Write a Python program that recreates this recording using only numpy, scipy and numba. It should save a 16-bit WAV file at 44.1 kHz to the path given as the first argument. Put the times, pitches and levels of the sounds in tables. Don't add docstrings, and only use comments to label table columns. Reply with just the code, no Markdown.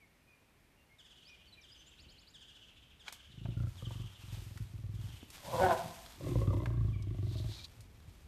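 import sys
import numpy as np
from scipy import signal
from scipy.fft import rfft, irfft, next_fast_len
from scipy.io import wavfile
from scipy.ndimage import map_coordinates
from numba import njit

SR = 44100
rng = np.random.default_rng(int(sys.argv[2]) if len(sys.argv) > 2 else 0)


def put_to_file(sound):
    columns = np.atleast_2d(sound).T
    safe = np.clip(columns, -1, 1)
    whole_steps = np.round(safe * 32767)
    wavfile.write(sys.argv[1], SR, whole_steps.astype(np.int16))


N = 364707
TIME = np.arange(N) / SR

# time in seconds, jaw resonance in Hz, lip resonance in Hz.
MOUTH_SHAPE = [(3.64, 560, 1400), (3.83, 526, 1180), (6.28, 553, 1104), (6.36, 523, 1005),
               (6.51, 560, 1203), (6.535, 560, 970), (6.8, 626, 1114), (7.45, 634, 1170)]


def from_db(db):
    return 10 ** (np.asarray(db) / 20)


def rms_one(x):
    return x / np.sqrt(np.mean(x ** 2) + 1e-20)


def in_time(rows):
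    s, *columns = np.transpose(rows)
    return [np.interp(TIME, s, c) for c in columns]


def add(out, s, sound):
    i = int(np.clip(s * SR, 0, N - 1))
    out[i:i + len(sound)] += sound[:N - i]


def cut(x, hz, kind, order=2):
    edges = np.clip(hz, 10, .45 * SR)
    return signal.sosfilt(signal.butter(order, edges, kind, fs=SR, output="sos"), x)


def drift(per_s):
    knots = rng.standard_normal(N // 20)
    return map_coordinates(knots, [TIME * per_s], order=2, mode="wrap")


def coloured(x, spectrum):
    hz, db = np.transpose(spectrum)
    size = next_fast_len(N)
    bins = np.maximum(np.fft.rfftfreq(size, 1 / SR), 1)
    skirts = np.minimum(1, bins / hz[0]) ** 2 * np.minimum(1, hz[-1] / bins) ** 2
    gain = from_db(np.interp(np.log(bins), np.log(hz), db)) * skirts
    return rms_one(irfft(rfft(x, size) * gain, size)[:N])


def resonate(x, modes):
    out = 0
    for k, (hz, width, db) in enumerate(modes):
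        r = np.exp(-np.pi * width / SR)
        top = (-1) ** k * from_db(db) * (1 - r * r) / 2
        poles = [1, -2 * r * np.cos(2 * np.pi * hz / SR), r * r]
        out = out + signal.lfilter([top, 0, -top], poles, x + 1e-18)
    return out


@njit
def gliding(x, hz, width):
    out, r = np.zeros(len(x)), np.exp(-np.pi * width / SR)
    for i in range(2, len(x)):
        drive = (1 - r * r) / 2 * (x[i] - x[i - 2])
        out[i] = drive + 2 * r * np.cos(2 * np.pi * hz[i] / SR) * out[i - 1] - r * r * out[i - 2]
    return out


def evened(x, window_s):
    window = np.hanning(int(window_s * SR) + 3)
    power = signal.fftconvolve(x * x, window / window.sum(), "same")
    return x / np.sqrt(np.abs(power) + .1 * np.mean(x * x))


def swell(s, rise_s, fall_s, db, hold_s=0):
    early, late = np.maximum(s - TIME, 0), np.maximum(TIME - s - hold_s, 0)
    return from_db(db - 20 * np.minimum((early / rise_s) ** 2 + late / fall_s, 10))


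def strongest(gains):
    return np.max(list(gains), axis=0)


def growl(throat_db=-2.0, mouth_db=-2.5, rasp_db=-23.5, rattle_per_s=300, stray=0.98):
    # first and last beat in seconds, number of beats, first gap over last gap,
    # swell in seconds, chest peak in dB, throat in dB, mouth in dB relative to throat, chest fade in dB per s,
    # chest decay constant in seconds, mean chest pitch in Hz, raggedness 0 to 1.
    runs = [(3.298, 3.518, 7, 1.13, .18, -27.5, -54.5, -18, -3, 0.0065, 108, .05),
            (3.567, 3.669, 4, 0.99, 0.0085, -24.5, -52, -6, 10.5, 0.0089, 94, .05),
            (3.823, 4.037, 6, 1.05, 0.0062, -33, -58, -9, 2.5, .01, 98.3, 0.2),
            (4.145, 4.65, 12, 0.93, 0.104, -36.5, -65, -25, -0.5, 0.013, 91.6, 0.42),
            (4.736, 5.134, 9, 1.03, 0.0042, -37.5, -65, -14, 1, 0.014, 93.6, 0.34),
            (6.179, 6.333, 8, 0.9, 0.083, -29, -40, -15.5, -4, 0.015, 118.5, 0.95),
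            (6.354, 6.633, 10, .95, 0.0018, -27, -43, -11, -1.5, 0.013, 102, 0.52),
            (6.669, 7.035, 11, .85, 0.0032, -27, -46, -10.5, 7.5, 0.017, 100.4, .25),
            (7.067, 7.488, 11, 0.83, 0.003, -30.5, -49.5, -20.5, 1, 0.02, 102.6, 0.15),
            (7.735, 7.788, 2, 1, 0.039, -40, -82, 0, -2, 0.013, 90, 0.06),
            (8.04, 8.074, 2, 1, 0.038, -37.5, -73, -20.5, 0, .02, 85, 0.05)]
    throat_fades = 5
    last_beat_db = -4
    chest, slaps, throat_gain, mouth_gain = np.zeros((4, N))
    for (first, last, count, gap_ratio, swell_s, chest_level, throat_level, mouth_level,
         fade_db, ring_s, chest_hz, ragged) in runs:
        push = effort(first, last, swell_s, throat_level, throat_fades * fade_db)
        heave = effort(first, last, swell_s, chest_level, fade_db)
        throat_gain = np.maximum(throat_gain, push)
        mouth_gain = np.maximum(mouth_gain, push * from_db(mouth_level))
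        for k, s in enumerate(beat_times(first, last, count, gap_ratio), 1):
            size, tension, late = rng.standard_normal(3)
            strength = from_db((2 + 2 * ragged) * size + last_beat_db * (k == count))
            pitch = chest_hz * (1 + (.02 + .08 * ragged) * tension)
            stray_beat = (s + rng.uniform(.012, .03), stray * ragged * rng.random())
            for at, share in ((s + .002 * ragged * late, 1), stray_beat):
                force = strength * share ** 2 * heave[int((at + .008) * SR)]
                add(chest, at, force * thump(ring_s, pitch))
                add(slaps, at, strength * share * slap(puff=.08, puff_s=.005))
    strain = (throat_gain / throat_gain.max()) ** 2
    slaps += .5 * strain * rng.standard_normal(N) * (rng.random(N) < rattle_per_s / SR)
    throat, mouth = (evened(part, .12) for part in mouth_parts(slaps, *in_time(MOUTH_SHAPE)))
    rasp = evened(rasp_part(slaps), .12)
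    upper = throat_gain * (from_db(throat_db) * throat + from_db(rasp_db) * rasp)
    return cut(chest, 47.5, "high", order=3) + upper + mouth_gain * from_db(mouth_db) * mouth


def beat_times(first, last, count, gap_ratio):
    gaps = np.geomspace(gap_ratio, 1, round(count) - 1)
    return first + (last - first) * np.append(0, np.cumsum(gaps)) / gaps.sum()


def effort(first, last, swell_s, db, fade_db):
    onset_db, release_s = 24.5, 0.056
    onset = onset_db * np.clip(1 - (TIME - first) / swell_s, 0, 1)
    fade = fade_db * np.clip(TIME - first - swell_s, 0, last - first)
    return swell(first, .02, release_s, db - onset - fade, hold_s=last - first)


def slap(puff, puff_s):
    t = np.arange(SR // 8) / SR
    return (t == 0) + puff * rng.standard_normal(len(t)) * np.exp(-t / puff_s)


def thump(decay_s, chest_hz, snap_hz=250, settle_s=0.0032, belly_hz=62, belly_db=-5):
    t = np.arange(SR // 8) / SR
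    hz = chest_hz + (snap_hz - chest_hz) * np.exp(-t / settle_s)
    chest = np.sin(2 * np.pi * np.cumsum(hz) / SR)
    belly_pitch = belly_hz * (1 + 0.13 * rng.standard_normal())
    belly = from_db(belly_db) * np.sin(2 * np.pi * belly_pitch * t)
    wave = (chest - belly) * (1 - np.exp(-t / .0055)) ** 2 * np.exp(-t / decay_s)
    return wave / np.abs(wave).max()


def mouth_parts(x, jaw_hz, lip_hz):
    # throat resonance in Hz, width in Hz, level in dB.
    throat_modes = [(296.4, 73, 3), (360.7, 62, 2)]
    jaw_width_hz, jaw_db, lip_width_hz = 51.0, -8.5, 54.0
    low = resonate(x, throat_modes) + from_db(jaw_db) * gliding(x, jaw_hz, jaw_width_hz)
    throat = cut(low, [250, 720], "band", order=3)
    return throat, cut(gliding(x, lip_hz, lip_width_hz), [850, 1600], "band")


def rasp_part(x):
    # resonance in Hz, width in Hz, level in dB.
    upper_tract = [(1400, 130, -0.5), (2040, 53, 7), (2710, 53, 2.5), (3500, 550, -2.5)]
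    return cut(resonate(x, upper_tract), [1300, 4500], "band")


def barks(rasp_db=-23):
    # start in seconds, throat peak in dB, mouth in dB relative to throat.
    hard_slaps = [(3.483, -50, -30), (3.634, -50.5, -5), (3.822, -47, -6), (6.208, -41.5, -17),
                  (6.268, -34, -20), (6.355, -31, -16), (6.416, -30.5, -16), (6.504, -39.5, -3),
                  (6.531, -37, -4.5)]
    out, (jaw_hz, lip_hz) = np.zeros(N), in_time(MOUTH_SHAPE)
    for s, db, mouth_db in hard_slaps:
        i, hit = int(s * SR), slap(puff=0.08, puff_s=0.014)
        parts = (*mouth_parts(hit, jaw_hz[i:], lip_hz[i:]), rasp_part(hit))
        throat, mouth, rasp = (part / np.abs(part).max() for part in parts)
        add(out, s, from_db(db) * (throat + from_db(mouth_db) * mouth + from_db(rasp_db) * rasp))
    return out


def snarl(voice_db=-2.0, chest_db=-0.5, jaw_db=6, jaw_width_hz=68, lip_db=0, lip_width_hz=90, hiss_db=-25.5):
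    # time in seconds, rise, hold and fall in seconds,
    # voice level in dB, chest level in dB, both before voice_db and chest_db.
    thrusts = [(5.492, 0.07, 0.0042, 0.27, -44.5, -49), (5.548, 0.046, 0.0066, 0.11, -32.5, -41.5),
               (5.635, 0.067, 0.0311, 0.055, -24.5, -35.5), (5.7, 0.029, 0.026, 0.027, -25, -42),
               (5.764, .1, 0.026, 0.33, -49, -53.5), (5.851, 0.02, 0.0094, 0.032, -50, -44)]
    # time in seconds, jaw resonance in Hz, lip resonance in Hz.
    jaw_and_lips = [(5.48, 600, 960), (5.545, 524, 1040), (5.6, 530, 960), (5.645, 798, 850),
                    (5.7, 706, 1090), (5.735, 606, 980), (5.8, 698, 1020)]
    # frequency in Hz, width in Hz, level in dB.
    steady_tract = [(371, 19, 0), (560, 100, -6), (1480, 125, -6.5), (1796, 350, -19), (2210, 40, -15)]
    slack_hz, tight_hz = 165.6, 189
    crest_s, arch_s = 5.65, 0.055
    rough_slack, rough_tight = 0.6, 0.22
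    voice_gain = strongest(swell(s, rise, fall, db, hold) for s, rise, hold, fall, db, _ in thrusts)
    chest_gain = strongest(swell(s, rise, fall, db, hold) for s, rise, hold, fall, _, db in thrusts)
    force = voice_gain / voice_gain.max()
    pitch = slack_hz + (tight_hz - slack_hz) * np.exp(-((TIME - crest_s) / arch_s) ** 2)
    rough = np.clip(rough_slack + (rough_tight - rough_slack) * force, 0, 1)
    turns = np.cumsum(pitch * (1 + .1 * rough * drift(130))) / SR
    pulses = rms_one(np.diff(np.floor(turns), prepend=0) * from_db(3.5 * drift(110)))
    rasp = rms_one(rng.standard_normal(N) * (1 + np.cos(2 * np.pi * turns)))
    source = pulses * (1 - rough) + rough * rasp
    jaw_hz, lip_hz = in_time(jaw_and_lips)
    lips = from_db(lip_db) * gliding(source, lip_hz, float(lip_width_hz))
    jaws = from_db(jaw_db) * gliding(source, jaw_hz, float(jaw_width_hz))
    tract = cut(lips - jaws, 1200, "low", order=6) + force * resonate(source, steady_tract)
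    voice = evened(cut(tract, [300, 2600], "band"), .04)
    hiss = from_db(hiss_db) * rms_one(cut(rasp, [1800, 4000], "band"))
    chest = evened(cut(resonate(rasp, [(116.3, 250, 0)]), [60, 190], "band"), 0.056)
    return (voice + hiss) * voice_gain * from_db(voice_db) + chest * chest_gain * from_db(chest_db)


def grass(blades_db=2.2, stems_db=-1.0, branch_db=2.0):
    # time in seconds, rise and fall in seconds, blades in dB,
    # stems in dB, before the trims blades_db and stems_db.
    swishes = [(3.9, 0.56, 2.3, -67, -64.5), (4.38, 0.32, 0.71, -62, -61.5), (5.1, 0.24, 0.76, -64.5, -64),
               (5.359, 0.065, 0.34, -58.5, -56), (5.648, 0.38, 1.05, -53.5, -51.5),
               (6.32, 0.19, 0.64, -61, -60), (7.53, 0.54, 0.52, -65, -62.5),
               (8.2, 0.56, 0.66, -73.5, -69.5)]
    # time, rise and fall in seconds, level in dB
    # before branch_db.
    branch_strokes = [(7.396, 0.19, 0.14, -60.5), (7.55, 0.096, 0.38, -53.5), (7.651, 0.014, .014, -48)]
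    # time, rise and fall in seconds, level in dB.
    stick_bend = (3.088, .045, 0.06, -50)
    # frequency in Hz, density in dB per Hz.
    blade_spectrum = [(1200, -4), (2500, 5), (4000, -1), (6000, -0.5), (9000, -1.5), (10500, -6.5),
                      (11700, -1.5), (14000, -6)]
    stem_spectrum = [(150, 4), (400, 7.5), (900, 17), (1800, 10), (2500, -5.5), (3200, 13.5), (4200, 11)]
    branch_spectrum = [(1500, -23), (3000, -7), (3800, 5.5), (4350, 3), (5200, -6), (9000, -18)]
    wood_spectrum = [(500, -1), (1000, 3), (3200, -2), (7000, -9), (13000, -26)]
    branch_free_s = 7.667
    blades_gain = strongest(swell(s, rise, fall, db + blades_db) for s, rise, fall, db, _ in swishes)
    stems_gain = strongest(swell(s, rise, fall, db + stems_db) for s, rise, fall, _, db in swishes)
    held = np.clip((branch_free_s - TIME) / 0.01, 0, 1)
    branch_gain = from_db(branch_db) * strongest(swell(*stroke) for stroke in branch_strokes) * held
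    blades = coloured(crackle(per_s=3500, size_db=3.2, hiss=1.1), blade_spectrum)
    stems = coloured(crackle(per_s=700, size_db=3.5, hiss=.8), stem_spectrum)
    branch = coloured(crackle(per_s=770, size_db=-5.0, hiss=0.83), branch_spectrum)
    stick = coloured(crackle(per_s=2300, size_db=6.5, hiss=0.77), wood_spectrum)
    return blades_gain * blades + stems_gain * stems + branch_gain * branch + swell(*stick_bend) * stick


def crackle(per_s, size_db, hiss):
    sizes = from_db(size_db * np.minimum(rng.exponential(1, N), 5)) * rng.choice([-1, 1], N)
    grains = rms_one(sizes * (rng.random(N) < per_s / SR))
    return (grains + hiss * rng.standard_normal(N)) * from_db(1.8 * drift(45))


def twigs(splinter=0.27, splinter_s=0.0041, damping=0.91, crack_s=0.0035):
    # start in seconds, wood peak in dB, ring in Hz, crack in dB relative to the wood.
    breaks = [(3.081, -31, 2400, -15), (3.125, -41.5, 1023, 5.5), (3.455, -43.5, 800, -27),
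              (3.908, -41, 610, -21), (4.574, -46.5, 1530, -1), (5.228, -41.5, 291.5, -17),
              (5.3026, -52.5, 3600, 10.5), (6.658, -33.5, 1400, -18.5), (7.024, -47.5, 5200, -14),
              (7.806, -53.5, 3070, 6)]
    out, t = np.zeros(N), np.arange(SR // 16) / SR
    for s, db, hz, crack_db in breaks:
        fibres = (t == 0) + splinter * rng.standard_normal(len(t)) * np.exp(-t / splinter_s)
        wood = cut(resonate(fibres, [(hz, damping * hz, 0)]), [hz / 2, hz * 1.08], "band", order=1)
        fading = np.exp(-t / crack_s) + 0.45 * np.exp(-t / 0.026)
        crack = cut(rng.standard_normal(len(t)) * fading, [2500, 10000], "band", order=1)
        crack_part = from_db(crack_db) * crack / np.abs(crack).max()
        add(out, s, from_db(db) * (wood / np.abs(wood).max() + crack_part))
    return out


def note(length, start_hz, end_hz, partials, waver):
    u = np.linspace(0, 1, int(max(length, .01) * SR))
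    wobble = np.interp(u, np.linspace(0, 1, 48), rng.standard_normal(48))
    hz = start_hz * (end_hz / start_hz) ** u * (1 + waver * wobble)
    phase = 2 * np.pi * np.cumsum(hz) / SR
    return np.sin(np.pi * u) * sum(from_db(db) * np.sin(k * phase) for k, db in partials)


def whistles():
    # start in seconds, length in seconds, start in Hz, end in Hz, level in dB before the partials.
    slurs = [(0.0, 0.061, 2410, 2060, -69), (0.258, 0.11, 2500, 2384, -70.5),
             (.75, 0.11, 2780, 2766, -79.5), (0.888, 0.08, 2130, 2190, -72), (1.24, 0.074, 4000, 6170, -66),
             (1.266, 0.098, 2500, 2376, -64), (1.47, 0.036, 4560, 4300, -69),
             (1.52, 0.032, 4050, 3910, -61), (1.568, 0.042, 2510, 2256, -64),
             (1.61, 0.022, 6770, 4300, -68), (1.711, 0.032, 4720, 5100, -62.5),
             (1.768, 0.064, 6070, 6260, -71), (1.857, 0.048, 6400, 7900, -69.5),
             (3.85, 0.02, 3290, 2930, -53.5), (6.926, 0.038, 2500, 2190, -63.5),
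             (6.984, 0.037, 2370, 2176, -68), (7.584, 0.029, 2540, 2190, -63)]
    # start in seconds, level in dB before the partials.
    upsweeps = [(1.984, -64), (2.08, -65), (2.173, -65.5), (2.264, -64.5)]
    out, pure = np.zeros(N), [(1, 6.5), (2, -15.5)]
    for s, length, start_hz, end_hz, db in slurs:
        add(out, s, from_db(db) * note(length, start_hz, end_hz, pure, waver=0.017))
    for s, db in upsweeps:
        add(out, s, from_db(db) * note(0.035, 3600, 5550, pure, waver=0.036))
        add(out, s + 0.029, from_db(db - 8.5) * note(0.026, 6100, 8000, pure, waver=.01))
    return out


def trills(top_hz=1850, bottom_hz=1330, lead_lift=0.0692, length_s=.042):
    # first and last time in seconds, notes per second, level in dB before the partials,
    # fade in dB per second (negative grows).
    runs = [(0.982, 1.56, 17.1, -57, 15), (1.626, 2.25, 17.2, -58, 10.5), (2.337, 2.92, 14.4, -53.5, 16),
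            (2.99, 3.50, 15.7, -57.5, 6.5), (3.768, 4.35, 14, -55.5, 8), (4.931, 5.22, 22, -66.5, -28),
            (6.869, 7.27, 20, -67, 26)]
    # harmonic number, level in dB in the opening note.
    opening_partials = [(1, -16), (2, -0.5), (3, -14), (4, -14.5), (5, -17.5)]
    out = np.zeros(N)
    for first, last, per_s, db, fade_db in runs:
        for k, s in enumerate(np.arange(first, last, 1 / per_s)):
            hoarse = min(.025 + .02 * k, .12)
            late, sharp = hoarse * rng.standard_normal(2)
            lift = 1 + lead_lift / (1 + k * k) + .3 * sharp
            partials = [(n, level - 0.49 * k * (n != 2)) for n, level in opening_partials]
            sound = note(length_s, top_hz * lift, bottom_hz * np.sqrt(lift), partials, hoarse)
            add(out, s + .07 * late, from_db(db - fade_db * (s - first)) * sound)
    return out


def bush(x, t60, dull_hz):
    t = np.arange(SR) / SR
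    noise = cut(rng.standard_normal(SR), dull_hz, "low", order=1)
    tail = noise * from_db(-60 * t / t60) * (1 - np.exp(-t / 0.0031)) ** 2
    return signal.fftconvolve(x, tail / np.linalg.norm(tail))[:N]


def rumble():
    # time in seconds, rise and fall in seconds, level in dB.
    swells = [(1.6, 0.55, 1.6, -68.5), (2.08, 0.25, 0.25, -60), (8.0, 7.14, 10, -58)]
    # frequency in Hz, density in dB per Hz.
    rumble_spectrum = [(30, -12), (70, -3), (130, -15), (500, -30)]
    return strongest(swell(*row) for row in swells) * coloured(rng.standard_normal(N), rumble_spectrum)


def air(level_db=-68):
    # frequency in Hz, density in dB per Hz.
    air_spectrum = [(40, 2.5), (60, 0.5), (130, -0.5), (250, -4.5), (500, -10), (1400, -15), (2400, -12),
                    (3300, -19), (7000, -25.5), (14000, -26)]
    return from_db(level_db) * coloured(rng.standard_normal(N), air_spectrum)


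def scene():
    growls, snarling, wood, song, trill = growl() + barks(), snarl(), twigs(), whistles(), trills()
    lions = growls + from_db(-17) * bush(growls, t60=0.63, dull_hz=2500)
    lions += snarling + from_db(-12.0) * bush(snarling, t60=0.55, dull_hz=4000)
    plants = grass() + wood + from_db(-15.5) * bush(wood, t60=1.0, dull_hz=5070)
    birds = song + from_db(-10.0) * bush(song, t60=0.64, dull_hz=7000)
    birds += from_db(1.0) * trill + from_db(-3) * bush(trill, t60=0.83, dull_hz=7160)
    return (lions + plants + birds + rumble() + air())[None]


def record(dry):
    cutoff_hz = 14000
    return signal.sosfilt(signal.ellip(12, .1, 80, cutoff_hz, fs=SR, output="sos"), dry)


dry = scene()
out = record(dry)
put_to_file(out)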